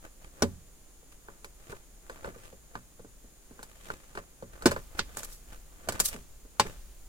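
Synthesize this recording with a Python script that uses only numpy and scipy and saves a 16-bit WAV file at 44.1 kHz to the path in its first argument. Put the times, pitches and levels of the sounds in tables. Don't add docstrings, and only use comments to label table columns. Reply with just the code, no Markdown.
import sys
import numpy as np
from scipy import signal
from scipy.fft import rfft, irfft, next_fast_len
from scipy.io import wavfile
from scipy.ndimage import uniform_filter1d, map_coordinates

SR = 44100
rng = np.random.default_rng(int(sys.argv[2]) if len(sys.argv) > 2 else 0)


def int16_out(signal):
    q = np.round(np.clip(np.atleast_2d(signal).T, -1, 1) * 32767)
    wavfile.write(sys.argv[1], SR, q.astype(np.int16))


N = 312228
TIME = np.arange(N) / SR
RING_SIZE = 16384
BAND_HZ = 80 * 2 ** (np.arange(24) / 3)
PORT_LAG_S, WIDE_HZ, BASS_LIKENESS = 0.0001, 2600, 0.58

# thud, knock, clack, crack, tick [hz]
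ZONE_HZ = [150, 480, 1300, 4200, 11000]
# [delay_s, share]
ECHOES = [(.0016, 0.13), (.0034, 0.34), (.0059, .35)]
# [start_s, level_db, hardness_db_per_octave, pitch_hz]
TAPS = [(1.285, -50.5, -8.5, 332), (1.445, -51.5, 4, 2330), (1.726, -44.5, -23, 403),
        (2.097, -46, -0.5, 525), (2.245, -41.5, -5.5, 460), (2.754, -41.5, -3.5, 1190),
        (3.592, -51, -15, 260), (3.629, -54.5, 6, 890), (3.902, -41, -3, 1440), (4.152, -49.5, 0.5, 397),
        (4.174, -39, -3, 435), (4.622, -49.5, 3, 1350), (4.711, -45, 4.5, 920), (4.716, -35.5, 1, 583),
        (4.763, -38.5, -5, 555), (5.922, -48, 5.5, 560)]
# [start_s, level_db, pitch_hz]
BUMPS = [(0.434, -23, 234), (0.453, -43, 570), (1.028, -60, 520), (1.696, -47, 85), (2.274, -39.5, 548),
         (2.359, -47.5, 475), (2.527, -49.5, 528), (2.755, -44.5, 172), (2.994, -48, 490),
         (3.046, -49, 280), (3.242, -54.5, 250), (3.509, -50, 250), (4.424, -40, 530), (4.45, -61, 80),
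         (5.8733, -43, 650), (5.934, -43, 453), (6.146, -42.5, 230), (6.172, -46.5, 168),
         (6.45, -55.5, 265), (6.652, -40.5, 407)]


def amp(db):
    return 10 ** (np.asarray(db) / 20)


def unit(x):
    return x / np.sqrt(np.mean(x ** 2))


def over_hz(hz, table):
    points, *columns = np.transpose(table)
    log_hz = np.log(hz + 1e-6)
    return [np.interp(log_hz, np.log(points), column) for column in columns]


def add(out, start_s, sound):
    start = int(start_s * SR)
    out[:, start:start + sound.shape[1]] += sound[:, :N - start]


def port_noise(size, echoes):
    hz = np.fft.rfftfreq(size, 1 / SR)
    comb = 1 + sum(share * np.exp(-2j * np.pi * hz * delay_s) for delay_s, share in echoes)
    mid, side = rfft(rng.standard_normal((2, size))) * comb
    alike = BASS_LIKENESS / (1 + (hz / WIDE_HZ) ** 2)
    mid = mid * np.sqrt(1 + alike)
    side = side * np.sqrt(1 - alike)
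    late = np.exp(-2j * np.pi * hz * PORT_LAG_S)
    return hz, np.array([(mid + side) * late, mid - side])


def noise(colour, echoes=()):
    hz, spectra = port_noise(next_fast_len(N, True), echoes)
    gain = amp(over_hz(hz, colour)[0])
    return unit(irfft(spectra * gain)[:, :N])


def walk(rate_hz):
    hold = int(SR / rate_hz)
    steps = np.repeat(rng.standard_normal(N // hold + 1), hold)
    return unit(uniform_filter1d(steps, hold)[:N])


def swell(peak_s, half_s):
    distance = np.minimum(np.abs((TIME - peak_s) / half_s), 20).astype(np.float32)
    return np.exp(-distance ** 0.84)


def from_right(sound, lag_s):
    left = map_coordinates(sound[0], [(TIME - lag_s) * SR], mode="nearest")
    return np.array([left, sound[1]])


def third_octaves():
    hz, spectra = port_noise(4 * RING_SIZE, ECHOES)
    distance = np.minimum(np.abs(np.log2((hz + 1e-6) / BAND_HZ[:, None])) * 3, 1)
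    weights = np.cos(np.pi / 2 * distance)
    return irfft(spectra * weights[:, None]).astype(np.float32)


def fade(t, t60):
    return np.exp(np.outer(-np.log(1000) / t60, t).astype(np.float32))


def blow(stock, zones_db, own_modes, ring, pan_db, rise_s, sharp_db, modes_db, dense_db, drag_s=0):
    # [pitch_hz, level_db, t60_s]
    panel_modes = [(118.2, 3, 0.41), (182.6, 5.5, 0.23), (236.3, 3, 0.25), (360, 2, 0.021), (389, 4, 0.17),
                   (448.4, 5.5, 0.11), (574.6, -2.5, 0.075), (561, 3, 0.16), (641, -4.5, 0.009),
                   (782, -2, 0.0077), (1033, 2, 0.11), (1200, -17, 0.02), (1479, 11.5, 0.029),
                   (1687, -1, 0.17), (2263, 3, 0.043), (2860, -27, 0.1), (4304, 5, 0.041),
                   (3926, -6.5, 0.063), (4860, 1, 0.12), (4800, -45, 0.1), (6720, -26, 0.23),
                   (7850, -2, 0.18)]
    # [band_hz, level_db, t60_s]
    plastic = [(80, -6.5, 0.23), (174, -14.5, 0.58), (450, -16, 0.032), (746, -7, 0.077), (1620, -7, 0.11),
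               (2140, -14, 0.21), (3140, -7.5, 0.1), (4170, -9.5, 0.13), (7400, -2.5, 0.087),
               (10700, -9.5, 0.065), (16000, -17.5, 0.11)]
    # [band_hz, level_db, t60_s]
    cabin = [(80, 1.5, 0.42), (262, -31, 0.38), (1000, -31, 0.52), (3900, -34.5, 1), (14000, -25, 0.36)]
    t = np.arange(RING_SIZE) / SR
    free = np.maximum(t - drag_s, 0)
    attack = np.minimum(t / rise_s, 1).astype(np.float32)
    reference = 0.02 * SR
    contact = list(zip(ZONE_HZ, zones_db))

    db, t60 = over_hz(BAND_HZ, plastic)
    tail_db, tail_t60 = over_hz(BAND_HZ, cabin)
    spike = float(amp(sharp_db)) * fade(free, t60 * ring / 4)
    tail = amp(tail_db)[:, None].astype(np.float32) * fade(t, tail_t60)
    shape = spike + fade(free, t60 * ring) + tail
    start = rng.integers(3 * RING_SIZE)
    bands = stock[:, :, start:start + RING_SIZE] * (shape * attack)[:, None]
    energy = np.einsum("bct,bct->b", bands, bands) / 2
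    band_db = over_hz(BAND_HZ, contact)[0] + db + dense_db
    size = amp(band_db) * np.sqrt(reference / energy)
    dense = np.einsum("b,bct->ct", size.astype(np.float32), bands)

    panel = [(hz, db + modes_db, t60) for hz, db, t60 in panel_modes]
    hz, db, t60 = np.transpose(panel + own_modes)
    hz = hz * (1 + 0.0057 * rng.standard_normal(len(hz)))
    shape = fade(free, t60 * ring)
    size = amp(over_hz(hz, contact)[0] + db) * np.sqrt(2 * reference / np.sum(shape ** 2, axis=1))
    size = size * (-1) ** np.arange(len(hz))
    apart = np.minimum(2 * np.pi * hz * PORT_LAG_S, np.pi / 2)[:, None]
    modes = []
    for late in (apart, 0):
        swing = np.sin((np.outer(2 * np.pi * hz, t) - late).astype(np.float32))
        modes.append(np.einsum("m,mt->t", size.astype(np.float32), shape * swing))
    return (dense + np.array(modes) * attack) * amp([[pan_db / 2], [-pan_db / 2]])


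def background():
    # [start_s, level_db, t60_s]
    pulls = [(0.43, -46, 0.37), (4.67, -48.5, 6.6), (5.981, -49.5, 1.4), (6.66, -51, 3.6)]
    # [frequency_hz, relative_level_db]
    sway_colour = [(15, 0.5), (33, 2.5), (55, -2.5), (90, -27), (150, -21), (300, -37.5)]
    # [frequency_hz, relative_level_db]
    floor_colour = [(30, -40), (60, -6.5), (120, -11), (400, -13), (1000, -22.5), (2500, -25.5),
                    (4800, -26.5), (5900, -24.5), (6900, -14.5), (7900, -24), (9600, -20), (12500, -29),
                    (14500, -23), (16000, -36)]
    rest_db, rise_s, floor_db = -55.5, 0.019, -59
    rocking = amp(rest_db)
    for start_s, db, t60 in pulls:
        since = np.maximum(TIME - start_s, 0)
        build_up = np.minimum(since / rise_s, 1)
        rocking = rocking + amp(db) * build_up * np.exp(-np.log(1000) * since / t60)
    sway = noise(sway_colour)
    sway = unit(sway + 1.2 * sway.mean(axis=0))
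    return sway * rocking + noise(floor_colour) * amp(floor_db)


def rubbing(slips_per_s=260, slip_s=0.0018, spread_db=4, smooth=0.72):
    # [peak_s, half_s, level_db, hiss_relative_db]
    rubs = [(0.053, 0.02, -45.5, -10.5), (0.246, 0.015, -48, -5), (0.399, 0.048, -56, -5),
            (1.127, .01, -64.5, 10), (1.305, 0.05, -57.5, -21), (1.705, 0.05, -51, -1.5),
            (2.145, 0.043, -50, -7.5), (2.27, 0.026, -42, -13.5), (2.44, 0.044, -51, -1),
            (3.87, 0.13, -54.5, 1), (4.539, 0.05, -53.5, -9.5), (4.64, 0.028, -52, -26),
            (4.96, 0.017, -44.5, -13), (4.988, 0.0034, -35, 2), (5.09, 0.016, -49, -28),
            (5.215, 0.061, -47.5, -1.5), (5.532, 0.025, -48, -4), (5.95, 0.074, -41.5, -8),
            (6.135, 0.021, -46, 4), (6.672, 0.036, -41.5, -8)]
    # [frequency_hz, relative_level_db]
    body_colour = [(100, 7), (250, -5), (520, -1), (850, -6.5), (1500, -3.5), (2200, -15), (5000, -36)]
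    # [frequency_hz, relative_level_db]
    hiss_colour = [(1200, 2), (2400, 5.5), (4500, -2.5), (8000, -0.5), (16000, -11)]
    scuffs = [(start_s + 0.013, 0.022, db - 7, -11) for start_s, db, *_ in TAPS]
    body = sum(amp(db - 22) * swell(start_s, 0.019) for start_s, db, _ in BUMPS)
    hiss = 0
    for peak_s, half_s, db, hiss_db in rubs + scuffs:
        stroke = amp(db) * swell(peak_s, half_s)
        body = body + stroke
        hiss = hiss + amp(hiss_db) * stroke
    slip_sizes = amp(spread_db * np.clip(rng.standard_normal(N), -2, 2))
    slips = (rng.random(N) < slips_per_s / SR) * slip_sizes
    bursts = unit(signal.lfilter([1], [1, -np.exp(-1 / (slip_s * SR))], slips))
    grain = unit(smooth + bursts)
    return grain * (noise(body_colour, ECHOES) * body + noise(hiss_colour, ECHOES) * hiss)


def clips(stock):
    # [start_s, thud_db, knock_db, clack_db, crack_db, tick_db, lower_panel_pitch_hz,
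    # upper_panel_pitch_hz, clip_pitch_hz, clip_ring_db, drag_s, ring_factor, left_minus_right_db]
    snaps = [(0.4221, -23.5, -26.5, -31, -28.5, -29.5, 344, 608.5, 5640, -0.5, 0.0058, 0.47, 0),
             (4.6574, -23.5, -15.5, -21.5, -23, -22, 247.4, 353, 4900, -7, 0.0064, 0.75, -1),
             (6.597, -33.5, -21.5, -22, -20.5, -27, 851, 1063, 3970, -11, 0.0015, 0.6, 0.5)]
    out = np.zeros((2, N))
    for start_s, *zones_db, lower_hz, upper_hz, clip_hz, clip_db, drag_s, ring, pan_db in snaps:
        own_modes = [(lower_hz, -1, 0.075), (upper_hz, -1, 0.075), (clip_hz, clip_db, 0.018)]
        snap = blow(stock, zones_db, own_modes, ring, pan_db, rise_s=0.00022, drag_s=drag_s,
                    sharp_db=-24.5, modes_db=-15.5, dense_db=-4.5)
        add(out, start_s, snap)
    return out


def bumps(stock, ring=0.85):
    soft_contact = [-3.5, 0, -13, -22, -25]
    out = np.zeros((2, N))
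    for start_s, db, pitch_hz in BUMPS:
        zones_db = db + np.array(soft_contact)
        knock = blow(stock, zones_db, [(pitch_hz, -2, 0.06)], ring, pan_db=-0.5, rise_s=0.0015,
                     sharp_db=-7, modes_db=-14.5, dense_db=-6)
        add(out, start_s, knock)
    return out


def taps(stock, ring=0.68):
    blade_contact = [-12.5, 2.5, 3, -7, -5]
    out = np.zeros((2, N))
    octaves = np.maximum(np.log2(np.array(ZONE_HZ) / ZONE_HZ[2]), 0)
    for start_s, db, hardness, pitch_hz in TAPS:
        zones_db = db + np.array(blade_contact) + hardness * octaves
        tap = blow(stock, zones_db, [(pitch_hz, -2, 0.06)], ring, pan_db=-0.5, rise_s=0.00031,
                   sharp_db=-30, modes_db=-12.5, dense_db=-7)
        add(out, start_s, tap)
    return out


def clatter(stock, ring=0.57):
    # [start_s, body_db, crack_db, tick_db, pitch_hz, left_minus_right_db]
    clicks = [(4.992, -34, -25, -44, 1410, -2), (5.1706, -42.5, -48, -35, 7050, -2.5),
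              (5.232, -49.5, -50, -39.5, 6800, -1), (5.8874, -32.5, -35.5, -31, 675, -2),
              (5.994, -48, -43, -39, 211, 4), (6.0001, -35, -27.5, -17.5, 7240, 0)]
    body_contact = [-6, 0, 0]
    out = np.zeros((2, N))
    for start_s, body_db, crack_db, tick_db, pitch_hz, pan_db in clicks:
        zones_db = [*(body_db + np.array(body_contact)), crack_db, tick_db]
        click = blow(stock, zones_db, [(pitch_hz, -2, 0.04)], ring, pan_db, rise_s=0.0001,
                     sharp_db=-27, modes_db=-15, dense_db=-4)
        add(out, start_s, click)
    return out


def slides(rough_db=1.0):
    # [fastest_s, half_s, level_db]
    skids = [(5.193, 0.011, -39), (5.249, 0.0046, -37.5), (5.329, 0.028, -46.5), (6.059, 0.0064, -20.5),
             (6.087, 0.0076, -30.5)]
    # [frequency_hz, relative_level_db]
    skid_colour = [(300, -29), (1500, -18), (2600, -18.5), (3300, -11), (6000, -5.5), (9700, -4.5),
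                   (12000, -4.5), (16000, -13.5)]
    speed = sum(amp(db) * swell(fastest_s, half_s) for fastest_s, half_s, db in skids)
    roughness = amp(rough_db * walk(660))
    return noise(skid_colour, ECHOES) * speed * roughness


def scene():
    stock = third_octaves()
    prying = from_right(taps(stock) + bumps(stock) + rubbing(), lag_s=0.00014)
    return clips(stock) + prying + clatter(stock) + slides() + background()


def record(dry):
    ceiling, top_hz = 0.52, 16100
    rounded = ceiling * np.tanh(dry / ceiling)
    low_pass = signal.ellip(10, 0.2, 80, top_hz, fs=SR, output="sos")
    return signal.sosfilt(low_pass, rounded)


dry = scene()
out = record(dry)
int16_out(out)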